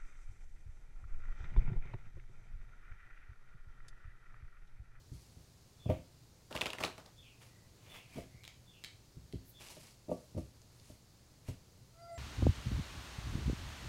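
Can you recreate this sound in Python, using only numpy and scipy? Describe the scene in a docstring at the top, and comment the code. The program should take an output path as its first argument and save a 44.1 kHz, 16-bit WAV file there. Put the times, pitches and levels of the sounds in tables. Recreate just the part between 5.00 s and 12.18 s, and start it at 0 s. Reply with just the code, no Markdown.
"""A deck of large cards is handled close by, at a cloth-covered table in a small room.
Knocking it square and laying down piles rings the table's modes; card faces hiss and scrape as they
slide, and packets spill from hand to hand with snapping edges. A small stone clicks as it is moved
and a sleeve brushes past. Outside a bird repeats a falling call, and at the end a cat starts a faint
mew, all over a low room tone."""
import sys
import numpy as np
from scipy import signal
from scipy.fft import rfft, irfft, next_fast_len
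from scipy.io import wavfile
from scipy.ndimage import map_coordinates

SR = 44100
rng = np.random.default_rng(int(sys.argv[2]) if len(sys.argv) > 2 else 0)


def int16_out(signal):
    """Quantize to a 16-bit WAV file."""
    q = np.round(np.clip(np.atleast_2d(signal).T, -1, 1) * 32767)
    wavfile.write(sys.argv[1], SR, q.astype(np.int16))


N = 316544


def amp(db):
    return 10 ** (np.asarray(db) / 20)


def along(points, hz):
    """Read a curve of (hz, value) points on a log frequency axis."""
    f, v = np.transpose(points)
    return np.interp(np.log(hz + 1), np.log(f + 1), v)


def wobble(rate):
    """A smooth random curve, rate knots a second."""
    return map_coordinates(rng.standard_normal(int(N * rate / SR) + 4), [np.arange(N) * rate / SR])


def filtered(x, response):
    """Equalise x with a gain given as a function of frequency."""
    size = next_fast_len(N + SR // 2)
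    return irfft(rfft(x, size) * response(np.fft.rfftfreq(size, 1 / SR)), size)[..., :N]


def noise(eq, grain_db=0):
    """Coloured noise of rms 1; grain_db clumps it into millisecond grains."""
    grains = rng.standard_normal(N) * amp(grain_db * (wobble(900) + wobble(90) / 2))
    coloured = filtered(grains, lambda hz: amp(along(eq, hz)))
    return coloured / np.sqrt(np.mean(coloured ** 2) + 1e-20)


def causal(gain):
    """The most compact impulse response with this gain."""
    cepstrum = irfft(np.log(np.maximum(gain, 1e-6)))
    half = len(cepstrum) // 2
    return irfft(np.exp(rfft(np.r_[cepstrum[0], 2 * cepstrum[1:half], np.zeros(half)])))


def add(track, start_s, sound):
    """Mix a sound into the track."""
    part = track[max(round(start_s * SR), 0):][:len(sound)]
    part += sound[:len(part)]


# The small room's reverb time: freq_hz, t60_s
ROOM_DECAY = [(100, 0.32), (500, 0.26), (3000, 0.35), (8000, 0.28), (15000, 0.061)]

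def room(x, wet_db, build_s=0.0076):
    """Direct sound plus a diffuse tail that builds up and dies fastest in the top treble."""
    hz, t, spectrum = signal.stft(rng.standard_normal(SR // 2), SR, nperseg=256)
    decay = amp(-60 * t / along(ROOM_DECAY, hz)[:, None])
    build = 1 - np.exp(-(t / build_s) ** 2)
    tail = signal.istft(spectrum * decay * build, SR, nperseg=256)[1]
    response = amp(wet_db) * tail / np.linalg.norm(tail)
    response[0] += 1
    return signal.fftconvolve(x, response)


# Colour of the room tone: freq_hz, gain_db
ROOM_TONE_EQ = [(20, -12), (45, -7.5), (115, -2.5), (220, -15), (400, -18.5), (800, -25), (1600, -30),
                (3300, -31), (4500, -25.5), (5600, -28.5), (6800, -28), (7700, -31.5), (10000, -35),
                (16000, -39.5)]

def room_tone(bed_db=-62, hum_hz=119, hum_db=-69, drift_db=-0.2):
    """A bed of rumble and hiss that drifts a little, and a wavering low hum."""
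    hum_gain = amp(hum_db + 2 * wobble(5.9))
    hum = hum_gain * np.sin(2 * np.pi * hum_hz * np.arange(N) / SR + wobble(6.4))
    return amp(bed_db + drift_db * wobble(5.5)) * noise(ROOM_TONE_EQ) + hum


# A hand or a cut pile meets the table once: start_s, level_db, weight_db, hardness_db
TOUCHES = [(0.117, -49.5, 13.5, -35), (0.367, -57.5, 11.5, -16), (3.344, -63.5, 12, -9),
           (4.167, -52, 10.5, -40), (4.335, -38, 5, -20), (4.767, -53.5, 3, 2), (5.898, -53, 3.5, -4),
           (6.485, -42.5, 7.5, -5)]
# The deck is knocked square: flat_s, level_db, weight_db, hardness_db, corner_lead_s, edge_lead_s
DECK_KNOCKS = [(0.899, -31.5, 5, 4.5, 0.041, 0.008), (3.182, -40, -3.5, -2, 0.025, 0.013),
               (5.115, -35.5, -9.5, 5, 0.033, 0.022), (5.377, -37.5, 2, -2, 0.03, 0.011)]

def blows():
    """Cue every contact with the table: start_s, level_db, weight_db, hardness_db."""
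    cues = TOUCHES + [(s, db - 5.5, -3, 2) for s, db in PACKET_DROPS]  # each packet bumps the table
    for s, db, weight, hardness, corner_lead, edge_lead in DECK_KNOCKS:
        cues += [(s - corner_lead, db - 8, weight, hardness - 9.5),  # a corner lands first,
                 (s - edge_lead, db, weight, hardness - 9),  # then an edge,
                 (s, db, weight, hardness)]  # then the deck lands flat
    return cues


# Modes of the table top with the deck on it: pitch_hz, level_db, t60_s
TABLE_MODES = [(62.2, 0, 0.18), (96.2, 7, 0.1), (125, 8.5, 0.073), (169.4, 2, 0.11), (260.7, 2.5, 0.074),
               (331.7, -6, 0.11), (396, -2.5, 0.065), (513.5, -3, 0.087), (611, 3, 0.053), (687, -14, 0.15),
               (952, -14, 0.043), (1176, -24.5, 0.13), (2780, -30, 0.028)]

def table_knocks(thud_db=-4, body_db=1, clack_db=2, rise_cycles=0.28, press_s=0.00046):
    """The weight of a blow moves the table's low modes; its hardness rings the high ones."""
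    out, t = np.zeros(N), np.arange(SR // 4) / SR
    hz, mode_db, t60 = np.transpose(TABLE_MODES)[:, :, None]
    cushion = (1 - np.exp(-t / (press_s + rise_cycles / hz))) ** 2  # the cloth softens the attack
    for s, db, weight, hardness in blows():
        eq = [(125, thud_db + weight), (200, body_db), (380, body_db), (520, clack_db + hardness)]
        # each spot and grip weights, detunes and turns the modes anew
        spot_db, detune, phase = rng.standard_normal((3, len(TABLE_MODES), 1))
        envelope = cushion * amp(db + along(eq, hz) + mode_db + spot_db - 60 * t / t60)
        modes = envelope * np.sin(2 * np.pi * hz * (1 + 0.018 * detune) * t + phase)
        add(out, s, room(modes.sum(0), wet_db=-11))
    return out


def stroke(peak_s, rise_s, fall_s, range_db=21):
    """Envelope of a movement that gains range_db over its rise and loses it over its fall."""
    t = np.arange(N) / SR - peak_s
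    distance = np.maximum(-t / rise_s, t / fall_s)
    return amp(-range_db * np.minimum(distance, 10))


# Card slides on card: peak_s, rise_s, fall_s, hiss_db, scrape_db
CARD_SLIDES = [(0.145, 0.057, 0.63, -67, -77), (0.901, 0.019, 0.094, -69, -52.5),
               (2.42, 0.025, 0.15, -62.5, -63), (2.965, 0.18, 0.076, -61.5, -55),
               (3.178, 0.12, 0.14, -60, -59.5), (4.609, 0.019, 0.14, -57.5, -58),
               (4.705, 0.08, 0.14, -58.5, -64), (4.865, 0.23, 0.15, -61.5, -68),
               (5.11, 0.041, 0.41, -65.5, -73), (5.379, 0.0099, 0.13, -64.5, -67),
               (5.912, 0.28, 0.09, -63.5, -72), (6.488, 0.042, 0.095, -58.5, -58)]
# Colours of a light and of a pressed slide: freq_hz, gain_db
HISS_EQ = [(1500, -41), (2600, -8), (4500, 3.5), (7000, 1.5), (11000, -1), (16000, -15)]
SCRAPE_EQ = [(150, -1), (450, -1.5), (900, -1.5), (1500, -7), (2300, -1), (3200, -3.5), (5000, -21)]

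def card_slides(hiss_trim_db=-1, scrape_trim_db=2):
    """Faces rub in tiny slips: a light stroke hisses, a pressed one scrapes."""
    hiss, scrape = noise(HISS_EQ, grain_db=2.5), noise(SCRAPE_EQ, grain_db=2.5)
    out = np.zeros(N)
    for s, rise, fall, hiss_db, scrape_db in CARD_SLIDES:
        friction = amp(hiss_db + hiss_trim_db) * hiss + amp(scrape_db + scrape_trim_db) * scrape
        out += stroke(s, rise, fall) * friction
    return out


def wavering_phase(hz, waver):
    """Phase of a tone whose pitch jitters by the fraction waver."""
    return 2 * np.pi * np.cumsum(hz * (1 + waver * wobble(250))) / SR


# The bird's falling calls: start_s, level_db
BIRD_CALLS = [(0.791, -56), (2.165, -54.5), (2.885, -51.5), (3.663, -57), (4.534, -55.5)]
# Contour of one call: offset_s, pitch_hz, gain_db
CALL_CONTOUR = [(0, 3487, -6), (0.016, 3497, -7), (.045, 3400, -11), (0.058, 2950, -8), (.08, 2550, -2.5),
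                (0.114, 2800, -26), (0.15, 2360, -9)]
# Its low, gliding whistles: start_s, length_s, from_hz, to_hz, level_db
BIRD_WHISTLES = [(2.398, 0.3, 2020, 1970, -75), (3.059, 0.13, 2470, 2170, -64.5),
                 (3.259, 0.18, 2054, 2316, -68)]

def bird(trim_db=-10):
    """A clear high note tumbles into a rasp, with low whistles between; heard mostly by reflection."""
    t, song = np.arange(N) / SR, np.zeros(N)
    offset_s, pitch_hz, contour_db = np.transpose(CALL_CONTOUR)
    for s, db in BIRD_CALLS:
        rasp = np.interp(t - s, [0.04, 0.07], [0.028, 0.085])
        envelope = amp(db + np.interp(t - s, offset_s, contour_db, left=-np.inf, right=-np.inf))
        song += envelope * np.sin(wavering_phase(np.interp(t - s, offset_s, pitch_hz), waver=rasp))
    for s, length, from_hz, to_hz, db in BIRD_WHISTLES:
        progress = np.clip((t - s) / length, 0, 1)
        glide_hz = from_hz + (to_hz - from_hz) * progress
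        song += amp(db) * np.sin(np.pi * progress) * np.sin(wavering_phase(glide_hz, waver=0.04))
    return amp(trim_db) * room(song, wet_db=8, build_s=0.016)[:N]


def ticks(cues, eq, chatter_t60_s, wet_db, ring_db=0, ring_octaves=1, chatter=0.14, trim_db=0.5):
    """Sharp contacts with a brief chatter; ring_db lifts one broad resonance at each cue's pitch."""
    out, t = np.zeros(N), np.arange(1024) / SR
    hz = np.fft.rfftfreq(len(t), 1 / SR)
    for s, db, pitch_hz in cues:
        force = chatter * rng.standard_normal(len(t)) * amp(-60 * t / chatter_t60_s)
        force[0] = -1  # the first contact
        resonance_db = ring_db * np.exp(-(np.log2((hz + 1) / pitch_hz) / ring_octaves) ** 2)
        tick = signal.fftconvolve(force, causal(amp(along(eq, hz) + resonance_db)))
        add(out, s, room(amp(db + trim_db) * tick / np.abs(tick).max(), wet_db))
    return out


# Card edges snap: start_s, level_db, pitch_hz
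CARD_SNAPS = [(0.9014, -40, 2740), (1.5269, -33.5, 2770), (1.5534, -40, 2230), (1.5638, -26, 2250),
              (1.5753, -29, 2870), (1.6113, -23, 3250), (1.6164, -21, 2470), (1.6581, -23.5, 2300),
              (1.6624, -29, 2430), (1.6671, -25, 3230), (1.7035, -28.5, 2820), (1.733, -26, 2020),
              (1.7853, -32.5, 1950), (1.8058, -33.5, 2190), (1.8284, -33, 2240), (1.8372, -19.5, 2330),
              (1.8494, -21.5, 4560), (1.9804, -42, 2220), (2.0612, -42.5, 4970), (4.6862, -41, 4400),
              (4.7684, -44.5, 2470), (5.6178, -48, 6900), (5.7987, -48, 4340)]
# Colour of a snap: freq_hz, gain_db
SNAP_EQ = [(100, -10.5), (400, 4), (900, 5.5), (1500, -6.5), (2500, 0), (4200, -3), (6000, -6.5),
           (10000, -9), (16000, -20.5)]

def card_snaps():
    """Bent cards spring free and flick their neighbours."""
    return ticks(CARD_SNAPS, SNAP_EQ, chatter_t60_s=0.017, wet_db=-13, ring_db=13.5, ring_octaves=0.69)


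# Packets of cards drop into the other hand: peak_s, level_db
PACKET_DROPS = [(1.512, -45), (1.552, -38.5), (1.613, -39), (1.659, -41), (1.736, -50.5), (1.788, -47.5),
                (1.808, -40), (1.839, -38), (1.982, -51), (2.062, -59)]
# Colour of the spill: freq_hz, gain_db
SPILL_EQ = [(60, -20), (150, -4), (400, 6.5), (800, 5.5), (1400, 2.5), (2400, -8), (3500, -8), (5000, -9),
            (9000, -15), (16000, -25)]

def card_spill(trim_db=-3):
    """Falling packets tumble and settle, each in a burst of grainy rustle."""
    bursts = sum(amp(db + trim_db) * stroke(s, rise_s=0.0083, fall_s=0.084) for s, db in PACKET_DROPS)
    return bursts * noise(SPILL_EQ, grain_db=2.5)


# A small stone meets fingernails: start_s, level_db, pitch_hz (silent while ring_db is 0)
STONE_CLICKS = [(3.4362, -43, 2330), (3.4414, -40.5, 3450), (3.4512, -40, 6010), (3.478, -34, 3920),
                (3.8392, -31, 3750), (3.8465, -29, 2960), (4.326, -41.5, 3940)]
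# Colour of a click: freq_hz, gain_db
CLICK_EQ = [(100, -9), (1000, -12), (1500, -8), (2200, -1.5), (4000, -2.5), (6000, -9.5), (11000, -16.5),
            (16000, -21)]

def stone_clicks():
    """Thin, hard clicks against the nails as the stone is picked up and moved."""
    return ticks(STONE_CLICKS, CLICK_EQ, chatter_t60_s=0.016, wet_db=-6)


# Colour of brushing cloth: freq_hz, gain_db
SLEEVE_EQ = [(4000, -32), (9000, -10), (12000, -1), (16000, -5)]

def sleeve_swish(level_db=-59):
    """A sleeve brushes past with one airy swish."""
    envelope = stroke(peak_s=4.5, rise_s=0.072, fall_s=0.06)
    return amp(level_db) * envelope * noise(SLEEVE_EQ, grain_db=2.5)


# Harmonics of the mew, each opening at its own pace: harmonic_number, level_db, swell_s
MEW_HARMONICS = [(1, -49, 0.061), (2, -63.5, 0.02), (3, -63, 0.07), (6, -80, 0.053), (7, -77, 0.032),
                 (11, -77, 0.074), (13, -83.5, 0.073)]

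def cat_mew(start_s=6.91, pitch_hz=682.3, scoop_hz=31.9, scoop_s=0.06, swell_db=40, flutter_db=2.63):
    """A thin mew scoops up to pitch and swells from across the room, each harmonic fluttering."""
    t, voice = np.maximum(np.arange(N) / SR - start_s, 0), np.zeros(N)
    phase = wavering_phase(pitch_hz - scoop_hz * np.exp(-t / scoop_s), waver=0.016)
    for k, db, swell_s in MEW_HARMONICS:
        envelope = amp(db - swell_db * np.exp(-t / swell_s))
        flutter = amp(flutter_db * np.sqrt(k) * wobble(30))
        voice += envelope * flutter * np.sin(k * phase)
    return room((t > 0) * voice, wet_db=-12)[:N]


def scene(side_db=-82):
    """Everything is centred; only a faint top hiss differs between the ears."""
    hits = table_knocks() + card_snaps() + stone_clicks()
    rustle = room(card_spill() + card_slides() + sleeve_swish(), wet_db=-15)[:N]
    mid = hits + rustle + bird() + cat_mew() + room_tone()
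    side_eq = [(100, -19), (700, -11), (2500, -25), (6000, -13), (11000, 1.5), (16000, 1)]
    side = amp(side_db) * noise(side_eq)
    return np.array([mid + side, mid - side])


def record(dry, cutoff_hz=15850):
    """A brick-wall low-pass takes off the very top."""
    return filtered(dry, lambda hz: hz < cutoff_hz)


dry = scene()
out = record(dry)
int16_out(out)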